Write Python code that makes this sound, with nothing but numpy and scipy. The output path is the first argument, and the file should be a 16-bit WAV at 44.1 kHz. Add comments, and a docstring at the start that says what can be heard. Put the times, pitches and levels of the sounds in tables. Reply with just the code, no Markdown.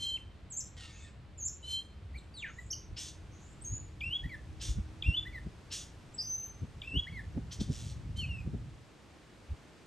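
"""A mockingbird in a leafy tree opens mid-note with a two-voiced whistle, a falling slur and a high swoop.
A hoarse whine, far thin replies, a second swoop and duet, and a down-sweep breaking into a growl follow.
From about 3 s harsh rasps alternate with low rising whistles, pips and long hooked notes, to a last duet and slur.
Notes are gliding sines, rasps are slaps, puffs and squeals; noise tails scatter them off trunks and leaves.
Filtered-noise gusts thump on the microphone from about 3 s, over steady hiss, traffic rumble and a motor hum."""
import sys
import numpy as np
from scipy import signal
from scipy.fft import rfft, irfft
from scipy.io import wavfile
from scipy.ndimage import uniform_filter1d, map_coordinates

SR = 44100
rng = np.random.default_rng(int(sys.argv[2]) if len(sys.argv) > 2 else 0)


def output_pcm(signal):
    """Save a mono or channel-first signal as 16-bit PCM at the path in sys.argv[1].

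    Samples are clipped to [-1, 1] before scaling.
    """
    pcm = np.clip(np.atleast_2d(signal).T, -1, 1) * 32767
    wavfile.write(sys.argv[1], SR, np.round(pcm).astype(np.int16))


N = 434826
TIME = np.arange(N) / SR
FREQS = np.maximum(np.arange(N // 2 + 1) * SR / N, 1)
TOP_HZ = 15600  # nothing passes the microphone above this


def undb(db):
    """Decibels to gain."""
    return 10 ** (np.asarray(db) / 20)


def unit(x):
    """Scale to rms 1."""
    return x / np.sqrt(np.mean(x ** 2))


def curves(rows, t=TIME):
    """Each later column of a table, joined by straight lines over its first column and read at t."""
    s, *columns = np.transpose(rows)
    return [np.interp(t, s, c) for c in columns]


def spectrum(points):
    """(f/Hz, value) points spread over a log-frequency axis."""
    hz, value = np.transpose(points)
    return np.interp(np.log(FREQS), np.log(hz), value)


def colour(x, points):
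    """Filter by a (f/Hz, level/dB) outline."""
    return irfft(rfft(x) * undb(spectrum(points)), N)


def walk(rate, size):
    """Smooth random wander of spread about 1, with `rate` random knots per second."""
    knots = rng.standard_normal(4096)
    return map_coordinates(knots, [np.arange(size) * rate / SR], order=3, mode="wrap")


def stereo(mid, wide):
    """Left and right from middle and side."""
    return np.array([mid + wide, mid - wide])


def side(points, waver, flutter_db, edge_s=0.0028, shake=0.0015):
    """One side of the syrinx follows (t/s, f/Hz, level/dB) points: sample indices, phase and amplitude."""
    start, end = points[0][0], points[-1][0]
    first = max(int((start - edge_s) * SR), 0)
    i = np.arange(first, int((end + edge_s) * SR))
    t = i / SR
    hz, db = curves(points, t)
    hz = uniform_filter1d(hz, int(0.0071 * SR), mode="nearest")  # muscles round the corners
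    # fast slurs unsettle the membrane and turn rough; held notes stay pure
    slur_speed = np.abs(np.gradient(np.log(hz))) * SR
    roughness = waver + np.minimum(shake * slur_speed, .03)
    hz = hz * (1 + roughness * walk(371.4, len(i)))
    gate = np.clip(np.minimum(t - start, end - t) / edge_s / 2 + .5, 0, 1)
    size = np.sin(np.pi / 2 * gate) ** 2 * undb(db + flutter_db * walk(111.3, len(i)))
    return i, 2 * np.pi * np.cumsum(hz) / SR, np.sqrt(2) * size


# two-voiced notes: (start t/s, loudest t/s, end t/s, lower f/Hz, last lower f/Hz, lower level/dB,
# first upper f/Hz, upper f/Hz, upper level/dB)
DUETS = [(-.05, 0.055, .166, 3153, 3096, -40, 4200, 4146, -45),
         (1.629, 1.747, 1.807, 3105, 3170, -39.5, 3910, 4138, -45),
         (8.16, 8.197, 8.256, 3140, 2460, -43, 3440, 4313, -50)]
DUET_ONSET_DB, DUET_SCOOP = -18, 0.97  # lower voice's starting level and pitch ratio
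UPPER_OVERSHOOT, UPPER_HALFWAY_DB = 1.02, -11.5  # upper voice rises past its pitch before it swells
UPPER_FADE_DB_PER_S = 230


def duet(start, loudest, end, low_hz, last_hz, low_db, first_hz, high_hz, high_db):
    """Points of the two voices: they swell together, then the lower holds and the upper fades."""
    low = [(start, DUET_SCOOP * low_hz, low_db + DUET_ONSET_DB),
           (loudest, low_hz, low_db),
           (end, last_hz, low_db)]
    high = [(start, first_hz, high_db + 2 * UPPER_HALFWAY_DB),
            ((start + loudest) / 2, UPPER_OVERSHOOT * high_hz, high_db + UPPER_HALFWAY_DB),
            (loudest, high_hz, high_db),
            (end, high_hz, high_db - UPPER_FADE_DB_PER_S * (end - loudest))]
    return low, high


# overtones, sum and difference tones of a duet: (multiple of the lower voice, multiple of the upper voice)
MIXES = [(2, -1), (-1, 2), (2, 0), (1, 1), (0, 2), (3, 0), (1, 2)]
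# strength of those tones against the upper voice: (f/Hz, level/dB)
MIX_COLOUR = [(2100, -29), (5200, -22.5), (6250, -11.5), (11500, -20)]
# outline of the hoarse air in the throat, shared with the whine: (f/Hz, relative level/dB)
HOARSE = [(900, -10), (1400, -15), (3500, 6.5), (9000, -7.5), (12500, -26)]


def duets(waver=0.0046, flutter_db=2, rough_db=3.5, smear=0.34, hoarse_db=-11, lead_s=0.026, slack_db=-19):
    """Both sides load each other: rough mixture tones and hoarse air, strongest just before the peak."""
    out = np.zeros(N)
    air = unit(colour(rng.standard_normal(N), HOARSE))
    for row in DUETS:
        low, high = duet(*row)
        i, low_phase, low_size = side(low, waver, flutter_db)
        _, high_phase, high_size = side(high, waver, flutter_db)
        start, loudest, end, low_hz, *_, high_hz, high_db = row
        mixed = undb(hoarse_db) * air[i]
        for m, n in MIXES:
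            db = curves(MIX_COLOUR, m * low_hz + n * high_hz)[0] + rough_db * walk(307, len(i))
            phase = m * low_phase + n * high_phase + smear * walk(600, len(i))  # radians
            mixed = mixed + undb(db) * np.sin(phase)
        strain_db = np.interp(i / SR, [start, loudest - lead_s, end], [slack_db, 0, slack_db])
        out[i] += low_size * np.sin(low_phase) + high_size * np.sin(high_phase)
        out[i] += undb(high_db + strain_db) * mixed
    return out


# rising whistles: (start t/s, end t/s, shelf f/Hz, f/Hz before the climb, top f/Hz,
# opening flick level/dB, shelf level/dB, top level/dB)
RISES = [(4.007, 4.172, 2707, 2770, 3337, -38, -44, -36),
         (5.025, 5.198, 2747, 2730, 3472, -29.5, -43.5, -34.5),
         (6.819, 7.008, 2690, 2660, 3328, -33, -50, -35)]
FLICK_HZ, DIP_HZ, DIP_DB = 3750, 2274, -4.5  # dip level is against the shelf
FLICK_S, SETTLE_S = 0.00576, .042  # bottom of the dip and start of the shelf, after the start
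CLIMB_S, TOP_S = 0.077, 0.025  # start of the climb and of the held top, before the end
STEP_S, KNEE_SHARE, KNEE_DB = .014, 0.49, -4.5  # last step: length, share climbed before it, level there


def rise(start, end, shelf_hz, foot_hz, top_hz, flick_db, shelf_db, top_db):
    """A rising whistle: flick, dip, shelf, a climb that grows louder and a held top."""
    knee_hz = foot_hz + KNEE_SHARE * (top_hz - foot_hz)
    return [(start, FLICK_HZ, flick_db),
            (start + FLICK_S, DIP_HZ, shelf_db + DIP_DB),
            (start + SETTLE_S, shelf_hz, shelf_db),
            (end - CLIMB_S, foot_hz, shelf_db),
            (end - TOP_S - STEP_S, knee_hz, top_db + KNEE_DB),
            (end - TOP_S, top_hz, top_db),
            (end, top_hz, top_db)]


# short pips: (start t/s, end t/s, first f/Hz, held f/Hz, level/dB)
PIPS = [(2.141, 2.169, 1890, 2340, -51), (2.566, 2.601, 1684, 1960, -51.5), (3.612, 3.633, 7600, 8360, -53),
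        (4.23, 4.263, 1744, 1965, -47), (5.25, 5.283, 1640, 2000, -46.5), (6.141, 6.155, 7140, 7840, -50.5),
        (7.064, 7.092, 1615, 2160, -45.5)]
SCOOP_SHARE, SCOOP_DB = 0.613, -14.5  # share of a pip spent rising, its starting level against the hold


def pip(start, end, first_hz, hz, db):
    """A pip scoops up to its pitch and holds it."""
    return [(start, first_hz, db + SCOOP_DB), (start + SCOOP_SHARE * (end - start), hz, db), (end, hz, db)]


# single-stroke slurs: (start t/s, end t/s, first f/Hz, middle f/Hz, last f/Hz, middle level/dB)
SLURS = [(0.165, 0.182, 3090, 2820, 2070, -49), (2.17, 2.193, 4140, 4350, 3400, -57.5),
         (2.341, 2.431, 4780, 3730, 2850, -50.5), (2.704, 2.733, 4980, 6570, 4200, -41),
         (2.728, 2.744, 3120, 2980, 2810, -51), (4.294, 4.358, 2344, 2017, 1680, -47),
         (5.329, 5.391, 2280, 1976, 1753, -46.5), (7.127, 7.209, 2240, 2123, 1670, -46),
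         (8.268, 8.416, 2940, 2690, 2456, -50)]
SLUR_EDGE_DB = -7  # both ends against the middle


def slur(start, end, first_hz, middle_hz, last_hz, db):
    """One stroke through three pitches, loudest in the middle."""
    edge_db = db + SLUR_EDGE_DB
    return [(start, first_hz, edge_db), ((start + end) / 2, middle_hz, db), (end, last_hz, edge_db)]


# high swooping chirps: (start t/s, first f/Hz, trough f/Hz, crest f/Hz, last f/Hz, crest level/dB)
SWOOPS = [(0.503, 8060, 6360, 7760, 5100, -39.5), (1.378, 7330, 6430, 7430, 5120, -39)]
TROUGH_S, LIFT_S, CREST_S, SWOOP_S = 0.035, .055, 0.086, 0.11  # after the start
SWOOP_ONSET_DB, TROUGH_DB, SWOOP_END_DB = -17, -6, -12  # against the crest


def swoop(start, first_hz, trough_hz, crest_hz, last_hz, db):
    """A chirp sinks into a trough, lifts to a loud crest and plunges."""
    return [(start, first_hz, db + SWOOP_ONSET_DB),
            (start + TROUGH_S, trough_hz, db + TROUGH_DB),
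            (start + LIFT_S, trough_hz, db + TROUGH_DB),
            (start + CREST_S, crest_hz, db),
            (start + SWOOP_S, last_hz, db + SWOOP_END_DB)]


# long high notes: (start t/s, landing t/s, end t/s, hook f/Hz, landing f/Hz, last f/Hz,
# hook level/dB, last level/dB)
HOOKS = [(3.639, 3.706, 3.785, 6375, 6710, 6960, -47.5, -48.5),
         (6.178, 6.226, 6.475, 4740, 6090, 6205, -39.5, -45.5)]
HOOK_S, BEND_S, RELEASE_S = 0.0112, .028, 0.021  # bottom of the hook, end of its bend, final fade
HOOK_DROP, HOOK_BEND = 1.17, 0.17  # starting pitch ratio, share of the climb made in the bend
HOOK_ONSET_DB, LANDING_DB = -22, -4.5  # against the hook, against the held note


def hook(start, landing, end, hook_hz, landing_hz, last_hz, hook_db, last_db):
    """A note drops into a hook, bends up to a soft landing and swells while it is held."""
    bend_hz = hook_hz + HOOK_BEND * (landing_hz - hook_hz)
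    return [(start, HOOK_DROP * hook_hz, hook_db + HOOK_ONSET_DB),
            (start + HOOK_S, hook_hz, hook_db),
            (start + BEND_S, bend_hz, hook_db),
            (landing, landing_hz, last_db + LANDING_DB),
            (end - RELEASE_S, last_hz, last_db),
            (end, last_hz, last_db + LANDING_DB)]


def song(sharp_hz=4100):
    """All one-voiced notes, parted by their highest pitch into mellow ones and sharp ones."""
    kinds = [(rise, RISES), (pip, PIPS), (slur, SLURS), (swoop, SWOOPS), (hook, HOOKS)]
    mellow, sharp = [], []
    for shape, rows in kinds:
        for row in rows:
            note = shape(*row)
            highest = max(hz for _, hz, _ in note)
            (sharp if highest > sharp_hz else mellow).append(note)
    return mellow, sharp


# resonances that let overtones out: (f/Hz, level/dB)
LEAK = [(4600, 9.5), (6000, -3), (7800, 6), (9500, -0.5), (12300, 3)]


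def whistles(notes, overtone_db, flutter_db, waver=.004):
    """Near-pure notes; the throat is best tuned on loud stretches, so overtones swell less than the note."""
    out = np.zeros(N)
    for points in notes:
        i, phase, size = side(points, waver, flutter_db)
        hz = np.gradient(phase) * SR / (2 * np.pi)
        leak = np.sqrt(size * undb(-51.0))  # moves half as many dB as the note
        out[i] += size * np.sin(phase)
        for k, db in enumerate(overtone_db, 2):
            gain = undb(db + curves(LEAK, k * hz)[0]) * (k * hz < TOP_HZ)
            out[i] += leak * gain * np.sin(k * phase)
    return out


# a falling note that breaks up: (t/s, f/Hz, level/dB of the note alone)
GROWL = [(2.422, 2830, -47.5), (2.44, 2200, -43), (2.45, 1800, -42), (2.478, 1538, -54), (2.51, 1374, -61)]


def growl(break_s=2.45, rattle_hz=350, jitter=0.117, fall_db=-3, rough_db=4):
    """The membrane starts to rattle, which stacks rough side tones above the falling note."""
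    i, phase, size = side(GROWL, waver=.025, flutter_db=2.2)
    rattle = 2 * np.pi * np.cumsum(rattle_hz * (1 + jitter * walk(297, len(i)))) / SR
    side_tones = 0
    for k in range(1, 7):
        gain = undb(fall_db * k + rough_db * walk(393, len(i)))
        side_tones = side_tones + gain * np.sin(phase + k * rattle)
    broken = np.clip((i / SR - break_s) / 0.021, 0, 1)
    out = np.zeros(N)
    out[i] = size * (np.sin(phase) + broken * side_tones)
    return out


# the two squealing voices inside a rasp: (f/Hz once risen, relative level/dB)
WARBLES = [(3400, -5), (6200, -1)]
WARBLE_SCOOP, WARBLE_RISE = .74, 0.37  # starting pitch ratio, share of the rasp spent rising


def warble(size, rise_s, depth=0.063, wobble_hz=260, throb_db=4):
    """Both membranes squeal, scooping up to their pitches while they wobble and throb at random."""
    scoop = np.interp(np.arange(size) / SR, [0, rise_s], [WARBLE_SCOOP, 1])
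    throb = undb(throb_db * walk(wobble_hz, size))
    voices = 0
    for hz, db in WARBLES:
        pitch = hz * scoop * (1 + depth * walk(2 * wobble_hz, size))
        voices = voices + undb(db) * np.sin(2 * np.pi * np.cumsum(pitch) / SR)
    return unit(throb * voices)


# rasps: (start t/s, loudest t/s, end t/s, peak level/dB, end level/dB, pulse rate f/Hz,
# brightness/dB per octave, share of squeal power 0-1)
RASPS = [(2.961, 2.972, 3.095, -45.5, -55, 490, 4.5, 0.4), (4.596, 4.614, 4.715, -45, -54.5, 340, 4.5, 0.3),
         (5.703, 5.723, 5.835, -41.5, -57.5, 276, 5, 0.27),
         (7.507, 7.521, 7.542, -44.5, -56, 390, 6.5, 0.14), (7.594, 7.607, 7.628, -41.5, -60, 330, 7, 0.08),
         (7.67, 7.729, 7.92, -55, -60.5, 118, 4, 0.1)]
# throat resonances of the rasp: (f/Hz, width f/Hz, level/dB)
THROAT = [(1630, 890, -6), (3400, 1860, 2.5), (5600, 2600, -1), (7700, 3900, -7)]


def rasps(chaos=0.18, pulse_s=0.0042, slap_db=-5, onset_db=20, beak_s=0.03):
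    """Membranes slap, squeal and puff air into the throat: an even rattle when soft, chaotic when forced."""
    out = np.zeros(N)
    for start, top, end, db, end_db, rate, tilt_db, squeal in RASPS:
        i = np.arange(int(start * SR), int((end + 0.065) * SR))
        jitter = np.interp(db, [-48, -42], [.022, chaos])
        cycles = np.cumsum(rate * np.exp(jitter * walk(300, len(i)))) / SR
        slaps = unit(np.diff(np.floor(cycles), prepend=0))
        puff_shape = np.exp(-(cycles % 1) / rate / pulse_s)
        puffs = unit(puff_shape * rng.standard_normal(len(i)))
        f = np.arange(len(i) // 2 + 1) * SR / len(i)
        throat_power = sum(undb(2 * gain) / (1 + ((f - hz) / width * 2) ** 2) ** 2
                           for hz, width, gain in THROAT)
        tilt = undb(tilt_db * np.log2(f + 800))
        shaped = rfft(undb(slap_db) * slaps + puffs) * np.sqrt(throat_power) * tilt
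        # the beak opens after the start and lets the treble out
        closed = irfft(shaped / (1 + (f / 5500) ** 8), len(i))
        opening = np.minimum((i - i[0]) / SR / beak_s, 1) ** 2
        rattle = closed + opening * (irfft(shaped, len(i)) - closed)
        squeals = warble(len(i), WARBLE_RISE * (end - start))
        voice = np.sqrt(1 - squeal) * unit(rattle) + np.sqrt(squeal) * squeals
        effort_db = np.interp(i / SR, [start, top, end, i[-1] / SR], [db - onset_db, db, end_db, end_db - 54])
        out[i] += voice * undb(effort_db)
    return out


# a soft hoarse whine: (t/s, level/dB)
WHINE = [(.768, -62.5), (.8, -53.5), (.98, -66), (1.09, -63), (1.115, -85)]
# its unrelated squeaky bands, which glide and level off: (first f/Hz, final f/Hz, relative level/dB)
WHINE_BANDS = [(1550, 1200, -9), (1930, 1800, -5), (2140, 2200, -8), (3240, 2540, -1.5), (3770, 3580, -8)]


def whine(jitter=0.0244, sag_s=.085, swell_db=4, grain_db=3.0, air_db=1, closing_db_per_s=15):
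    """Squeaky bands come and go over grainy air that fades as the beak closes."""
    i = np.arange(int(WHINE[0][0] * SR), int(WHINE[-1][0] * SR))
    age = (i - i[0]) / SR
    voice = 0
    for first_hz, last_hz, db in WHINE_BANDS:
        glide_hz = last_hz + (first_hz - last_hz) * np.exp(-age / sag_s)
        hz = glide_hz * (1 + jitter * walk(500, len(i)))
        gain = undb(db + swell_db * walk(25, len(i)))
        voice = voice + gain * np.sin(2 * np.pi * np.cumsum(hz) / SR)
    air = unit(colour(rng.standard_normal(N), HOARSE))[i] * undb(air_db - closing_db_per_s * age)
    grain = undb(grain_db * walk(420, len(i)))
    out = np.zeros(N)
    out[i] = unit((unit(voice) + air) * grain) * undb(curves(WHINE, i / SR)[0])
    return out


# slurs from far off: (start t/s, end t/s, first f/Hz, last f/Hz, level/dB going into the trees)
FAR_NOTES = [(0.91, 1.042, 6530, 7240, -67), (2.465, 2.68, 6390, 7760, -71),
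             (3.307, 3.527, 5950, 7640, -70.5)]


def far_birds():
    """Straight glides without overtones, their pitch roughened by a wide waver."""
    glides = [[(start, first, db), (end, last, db)] for start, end, first, last, db in FAR_NOTES]
    return whistles(glides, overtone_db=[], flutter_db=3.0, waver=0.065)


def trees(x, t60, build_s=0.001, grain_db=4):
    """Echoes off trunks and leaves: a grainy tail of unit energy, almost the same at both ports."""
    t = np.arange(int(.8 * SR)) / SR
    echoes = rng.standard_normal((2, len(t))) * undb(grain_db * rng.standard_normal(len(t)))
    echoes = echoes * undb(-60 * t / t60) * (1 - np.exp(-t / build_s))
    mid, wide = (signal.fftconvolve(x, e / np.linalg.norm(e))[:N] for e in echoes)
    return stereo(mid, 0.056 * wide)


def eddies(edge_hz, size, low_hz=46):
    """Turbulent pressure at the port: noise with a lower and an upper edge, leaning to the bass."""
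    f = np.maximum(np.arange(size // 2 + 1) * SR / size, 1)
    shape = 1 / np.sqrt((1 + (low_hz / f) ** 6) * (1 + (f / edge_hz) ** 6) * (1 + f / low_hz))
    return irfft(rfft(rng.standard_normal(size)) * shape, size)


# buffets on the microphone: (t/s, level/dB before the thump trim, upper edge f/Hz)
BUFFETS = [(2.925, -34.5, 63), (3.737, -32, 82.4), (4.264, -30.5, 79), (4.697, -24, 66), (4.785, -24.5, 68),
           (5.091, -19.5, 91), (5.47, -35.5, 158), (6.635, -33, 202), (6.956, -35.5, 256), (6.98, -25, 88),
           (7.378, -30.5, 256), (7.613, -29, 230), (7.704, -29, 207), (8.476, -32, 210), (8.547, -32, 220),
           (9.526, -29.5, 59)]
# the breeze between them: (t/s, level/dB before the breeze trim)
BREEZE = [(3.3, -48), (3.7, -42), (5.3, -41), (5.6, -50), (6.4, -58), (6.6, -46), (7.8, -38), (8.6, -35),
          (8.9, -58)]


def wind(length_s=0.012, gusty_db=3, snap=0.57, breeze_trim_db=-3.0, thump_trim_db=-9):
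    """A fluttering breeze that brightens from 5.6 to 7.6 s, and single eddies that hit the port."""
    fast = np.interp(TIME, [5.6, 7.6], [0, 1])
    flow = np.sqrt(1 - fast) * unit(eddies(92.0, N)) + np.sqrt(fast) * unit(eddies(131.0, N))
    out = flow * undb(curves(BREEZE)[0] + gusty_db * walk(22, N) + breeze_trim_db)
    t = np.arange(-4096, 4096) / SR
    for s, db, edge_hz in BUFFETS:
        # the core of an eddy passes faster than its wake
        wake = eddies(edge_hz, len(t)) / np.cosh(t / length_s)
        core = eddies(0.39 * edge_hz, len(t), low_hz=edge_hz) / np.cosh(t / 0.0043)
        thump = unit(unit(wake) + snap * unit(core))
        out[int(s * SR) + np.arange(len(t)) - len(t) // 2] += thump * undb(db + thump_trim_db)
    return out


# outline of the broadband hiss: (f/Hz, relative level/dB)
HISS = [(310, -0.5), (700, -8.5), (2640, -17), (8580, -29.5), (13000, -36)]
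HISS_DB = -58.5  # after the first seconds
# rumble of distant traffic: (t/s, level/dB)
TRAFFIC = [(0, -51.5), (6.3, -50), (9, -66)]
# outline of the rumble: (f/Hz, relative level/dB)
TRAFFIC_COLOUR = [(25, 5), (60, -4.5), (95, 0.5), (220, -13), (900, -64.5)]
# a far motor's hum: (t/s, level/dB)
HUM = [(2.4, -78), (2.8, -69), (5.3, -63.5), (5.7, -77)]
HUM_HZ = 313


def background(hiss_wide=0.42, traffic_wide=0.067, faint_db=-3, dull_db=-5):
    """Steady broadband hiss, fainter and duller in the first seconds, with a low rumble and a hum under it."""
    noise = [unit(colour(rng.standard_normal(N), HISS)) for _ in range(2)]
    full = stereo(noise[0], hiss_wide * noise[1])
    dull = undb(faint_db) * colour(full, [(4200, 0.063), (5500, dull_db)])
    blend = np.interp(TIME, [1.8, 4.2], [0, 1])
    hiss = blend * full + (1 - blend) * dull
    road = [unit(colour(rng.standard_normal(N), TRAFFIC_COLOUR)) for _ in range(2)]
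    rumble = stereo(road[0], traffic_wide * road[1])
    hum = np.sqrt(2) * np.sin(2 * np.pi * np.cumsum(HUM_HZ * (1 + 0.0118 * walk(25, N))) / SR)
    return (hiss * undb(HISS_DB + .5 * walk(2.27, N))
            + rumble * undb(curves(TRAFFIC)[0] + walk(3.7, N))
            + hum * undb(curves(HUM)[0] + 2 * walk(2.5, N)))


# leaves throw back short waves most strongly: (f/Hz, level/dB)
LEAF_ECHO = [(1900, -9.5), (3300, -8), (6000, -1)]
# how far the left port leads the right for the birds: (f/Hz, phase/rad)
PORT_PHASE = [(2300, 0.37), (4200, 0.68), (6800, 0.1), (8000, -1)]


def scene():
    """The singer, its echoes, far birds, wind and background."""
    low_notes, high_notes = song()
    mellow = whistles(low_notes, overtone_db=[-29.5, -33, -39, -30, -31], flutter_db=4.0)
    sharp = whistles(high_notes, overtone_db=[-17], flutter_db=2.5)
    tonal = mellow + sharp + duets() + growl()
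    harsh = rasps() + whine()
    # the far birds arrive only by way of the trees
    echoes = trees(colour(tonal, LEAF_ECHO) + undb(-2.5) * harsh + far_birds(), t60=0.31)
    birds = tonal + harsh + echoes
    lead = np.exp(.5j * np.outer([1, -1], spectrum(PORT_PHASE)))  # half the lead on each side
    return irfft(rfft(birds) * lead, N) + stereo(wind(), 0.2 * wind()) + background()


# the microphone's colour: (f/Hz, level/dB)
MIC = [(25, -17.5), (52, -2.5), (9500, 3.5), (10350, -27.5), (11000, 2.5), (12400, -3.5), (13600, -24)]


def record(dry):
    """The microphone port notches the treble and the top is cut."""
    top_cut = signal.ellip(8, .2, 70, TOP_HZ, fs=SR, output="sos")
    return signal.sosfilt(top_cut, colour(dry, MIC))


dry = scene()
out = record(dry)
output_pcm(out)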